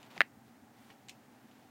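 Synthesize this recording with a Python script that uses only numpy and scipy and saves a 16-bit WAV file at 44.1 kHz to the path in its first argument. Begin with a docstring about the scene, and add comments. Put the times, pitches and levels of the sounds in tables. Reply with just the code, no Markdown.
"""A cat's plastic cone collar, close to the microphone, as the cat turns its head in a small quiet room.
The cone meets a surface and rings for an instant: a dry double knock with soft low bumps around it.
Fur brushes and swishes along the plastic, and the seam slips with light, roomier ticks.
Behind the cat lie a low room rumble, with one faint, brief hum in it, and a faint microphone hiss."""
import sys
import numpy as np
from scipy import signal
from scipy.fft import rfft, irfft, next_fast_len
from scipy.io import wavfile

SR = 44100
rng = np.random.default_rng(int(sys.argv[2]) if len(sys.argv) > 2 else 0)


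def waveform_to_disk(signal):
    """Save audio, clipped to [-1, 1], as 16-bit WAV at the path in sys.argv[1]."""
    frames = np.transpose(np.atleast_2d(signal))
    scaled = np.clip(frames, -1, 1) * 32767
    samples = np.round(scaled).astype(np.int16)
    wavfile.write(sys.argv[1], SR, samples)


N = 74970

# Spectra of the room rumble and the microphone hiss. Each row: frequency in Hz, relative level in dB.
RUMBLE_COLOUR = [(25, -31.5), (55, -29.5), (90, -7.5), (122, -1), (165, -8), (225, 3), (280, 0.5),
                 (350, -8.5), (520, -13), (660, -11.5), (765, -5.5), (1000, -15.5), (1800, -17.5),
                 (3000, -28.5), (6000, -36), (16000, -51)]
HISS_COLOUR = [(200, 0), (3000, 1), (7000, 3), (11000, -1), (16000, 2.5)]
# Decay of the room. Each row: frequency in Hz, time to fall 60 dB in seconds.
ROOM_DECAY = [(200, 0.26), (900, .12), (2000, 0.13), (5000, .14), (12000, .1)]
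# Tone of the room's tail. Each row: frequency in Hz, gain in dB.
TAIL_COLOUR = [(150, -3), (700, -7), (1400, -3), (1850, -2), (2600, 3), (3500, -3), (5000, 1), (10000, -3)]
# The cone brushing on fur. Each row: time in seconds, level in dB.
BRUSH_LEVELS = [(0, -62), (0.046, -63.5), (.068, -60.5), (.09, -69), (.112, -54.5), (.14, -60.5),
                (.165, -52.5), (.2, -64.5), (.26, -90), (.42, -80), (.48, -68.5), (.56, -78), (.72, -78),
                (.79, -66), (.86, -69), (.91, -61.5), (.96, -72), (1.3, -73), (1.62, -68.5), (1.7, -71.5)]
# Spectra of brushing hairs, sliding fur and the seam. Each row: frequency in Hz, relative level in dB.
HAIR_COLOUR = [(50, -25.5), (150, 1.5), (800, 7), (1300, 2), (2000, 1.5), (3700, -2.5), (5500, -9),
               (9000, -18.5), (15000, -19)]
SLIDE_COLOUR = [(500, -7), (3500, 8), (7000, 8), (11500, 8), (16000, -2)]
SEAM_COLOUR = [(200, -26), (1400, -15), (2250, -0.5), (2900, 2.5), (4500, -9), (8000, -5), (10000, -13.5),
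               (15000, -13)]
# Slips of the seam. Each row: start in seconds, strength in dB, treble cutoff in Hz, t60 in seconds.
SEAM_TICKS = [(.0300, -54.5, 8800, .018), (0.1693, -54, 5500, .015), (0.1863, -55, 6000, .012),
              (.9035, -55.5, 3000, .04), (1.085, -45.5, 7000, 0.032), (1.0945, -44.5, 11500, .036),
              (1.513, -63, 3000, .04)]
# Soft low bumps; the last is a faint, brief low hum in the room rumble.
# Each row: start in seconds, strength in dB, frequency in Hz, t60 in seconds.
SOFT_BUMPS = [(.1652, -35.5, 726.7, 0.025), (.1695, -34, 830, .016), (.1720, -43, 355, 0.025),
              (.1850, -45, 160, .06), (.380, -60.5, 122.3, 0.28)]
# Modes of the cone. Each row: frequency in Hz at pitch ratio 1, relative level in dB, t60 in seconds.
CONE_MODES = [(350, -35, .008), (580, -31, .012), (700, -24.5, .0134), (1720, 0, .0043), (2720, -14, .005),
              (3780, -12, .005), (4850, -25, .0045), (8800, 1, .0015)]
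# Knocks on a surface. Each row: start in seconds, strength in dB, treble cutoff in Hz, pitch ratio.
CONE_KNOCKS = [(.1785, -27.5, 5200, 1.2), (.20613, -17.5, 5200, 1.5), (.20685, 0, 2725, 1.0),
               (.21588, -5.9, 2750, 1.13), (.9018, -44, 3500, 1.0)]


def amp(db):
    """Decibels to gain."""
    return 10 ** (np.asarray(db) / 20)


def unit(x):
    """Scale to rms 1."""
    return x / np.sqrt(np.mean(x ** 2) + 1e-20)


def fade(t, t60):
    """Exponential decay, 60 dB down after t60 seconds."""
    return np.exp(-np.log(1000) * t / t60)


def along(points, hz):
    """Read (Hz, value) points on a log frequency axis."""
    freqs, values = np.transpose(points)
    return np.interp(np.log(hz + 1), np.log(freqs + 1), values)


def coloured(x, points):
    """Shape a spectrum by (Hz, dB) points."""
    hz = np.fft.rfftfreq(len(x), 1 / SR)
    return irfft(rfft(x) * amp(along(points, hz)), len(x))


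def soften(x, hz, order):
    """A softer contact passes less treble."""
    return signal.lfilter(*signal.butter(order, hz, fs=SR), x)


def add(track, start, sound):
    """Mix a sound in at a start time in seconds."""
    part = track[round(start * SR):][:len(sound)]
    part += sound[:len(part)]


def background(rumble_db=-60.5, hiss_db=-72):
    """Steady room rumble and microphone hiss."""
    rumble = unit(coloured(rng.standard_normal(N), RUMBLE_COLOUR))
    hiss = unit(coloured(rng.standard_normal(N), HISS_COLOUR))
    return amp(rumble_db) * rumble + amp(hiss_db) * hiss


def room_tail(x):
    """The small room answers with a short tail that lasts longest in the bass."""
    hz, t, spectra = signal.stft(rng.standard_normal(SR // 3), SR, nperseg=256)
    decay = fade(t, along(ROOM_DECAY, hz)[:, None])
    _, tail = signal.istft(spectra * decay, SR, nperseg=256)
    delayed = np.pad(tail, (SR // 250, 0)) / np.linalg.norm(tail)  # 4 ms behind the direct sound
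    return signal.fftconvolve(x, coloured(delayed, TAIL_COLOUR))[:N]


def early_reflections(x):
    """The nearest surfaces scatter quick echoes back to the microphone."""
    t = np.arange(SR // 20) / SR
    echoes = rng.standard_normal(len(t)) * fade(t, t60=.016) * (t > .002)
    return signal.fftconvolve(x, echoes / np.linalg.norm(echoes))[:N]


def fur_swish(peak_db=-74, peak_s=.85, width_s=.085):
    """Fine fur sliding along the cone hisses, rising and falling with the turn of the head."""
    t = np.arange(N) / SR
    speed = np.exp(-((t - peak_s) / width_s) ** 2)
    return amp(peak_db) * speed * unit(coloured(rng.standard_normal(N), SLIDE_COLOUR))


def fur_brushing(grains_per_s=16000, spread_db=2):
    """Hairs flick along the plastic as dense tiny grains."""
    flicks = rng.random(N) < grains_per_s / SR
    grains = flicks * rng.standard_normal(N) * amp(spread_db * rng.standard_normal(N))
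    level_db = np.interp(np.arange(N) / SR, *np.transpose(BRUSH_LEVELS))
    return amp(level_db) * unit(coloured(grains, HAIR_COLOUR))


def seam_ticks(snap_db=-4):
    """The seam slips: a sharp snap and a short, dense shiver of the sheet."""
    out, t = np.zeros(N), np.arange(SR // 10) / SR
    snap = amp(snap_db) * fade(t, t60=.003)
    for start, db, cutoff_hz, t60 in SEAM_TICKS:
        noise = coloured(rng.standard_normal(len(t)), SEAM_COLOUR)
        shiver = unit(soften(noise, cutoff_hz, order=2))
        add(out, start, amp(db) * shiver * (fade(t, t60) + snap))
    return out


def soft_bumps(rise_s=.002):
    """Soft low bumps and a faint, brief hum, each a single tone that rises and dies away."""
    out, t = np.zeros(N), np.arange(SR // 10) / SR
    rise = 1 - np.exp(-t / rise_s)
    for start, db, hz, t60 in SOFT_BUMPS:
        add(out, start, amp(db) * rise * fade(t, t60) * np.sin(2 * np.pi * hz * t))
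    return out


def cone_knocks(crack_db=-44, crack_hz=6360):
    """Each contact rings the heavily damped modes of the plastic cone and gives off a thin crack."""
    out, t = np.zeros(N), np.arange(SR // 20) / SR
    highpass = signal.butter(2, crack_hz, "high", fs=SR)
    for start, db, cutoff_hz, pitch in CONE_KNOCKS:
        displacement = np.zeros(len(t))
        for hz, mode_db, t60 in CONE_MODES:
            omega = 2 * np.pi * hz * pitch
            displacement += amp(mode_db) * fade(t, t60) * np.sin(omega * t) / omega
        velocity = np.diff(displacement) * SR
        add(out, start, amp(db) * soften(velocity, cutoff_hz, order=3))
        crack = unit(signal.lfilter(*highpass, rng.standard_normal(len(t))))
        add(out, start, amp(db + crack_db) * fade(t, t60=.025) * crack)
    return out


def scene():
    """At the microphone: close, dry knocks, fainter and roomier ticks, fur and the quiet room."""
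    knocks = cone_knocks() + soft_bumps()
    ticks = seam_ticks()
    tail = room_tail(amp(-25.5) * knocks) + room_tail(amp(-8) * ticks)
    early = amp(-18.5) * early_reflections(knocks)
    mix = knocks + ticks + early + tail + fur_brushing() + fur_swish() + background()
    return mix[None]  # one channel


def record(dry, top_hz=15900):
    """The recorder keeps nothing above its band limit."""
    size = next_fast_len(N + SR // 4)
    passband = np.fft.rfftfreq(size, 1 / SR) < top_hz
    return irfft(rfft(dry, size) * passband, size)[..., :N]


dry = scene()
out = record(dry)
waveform_to_disk(out)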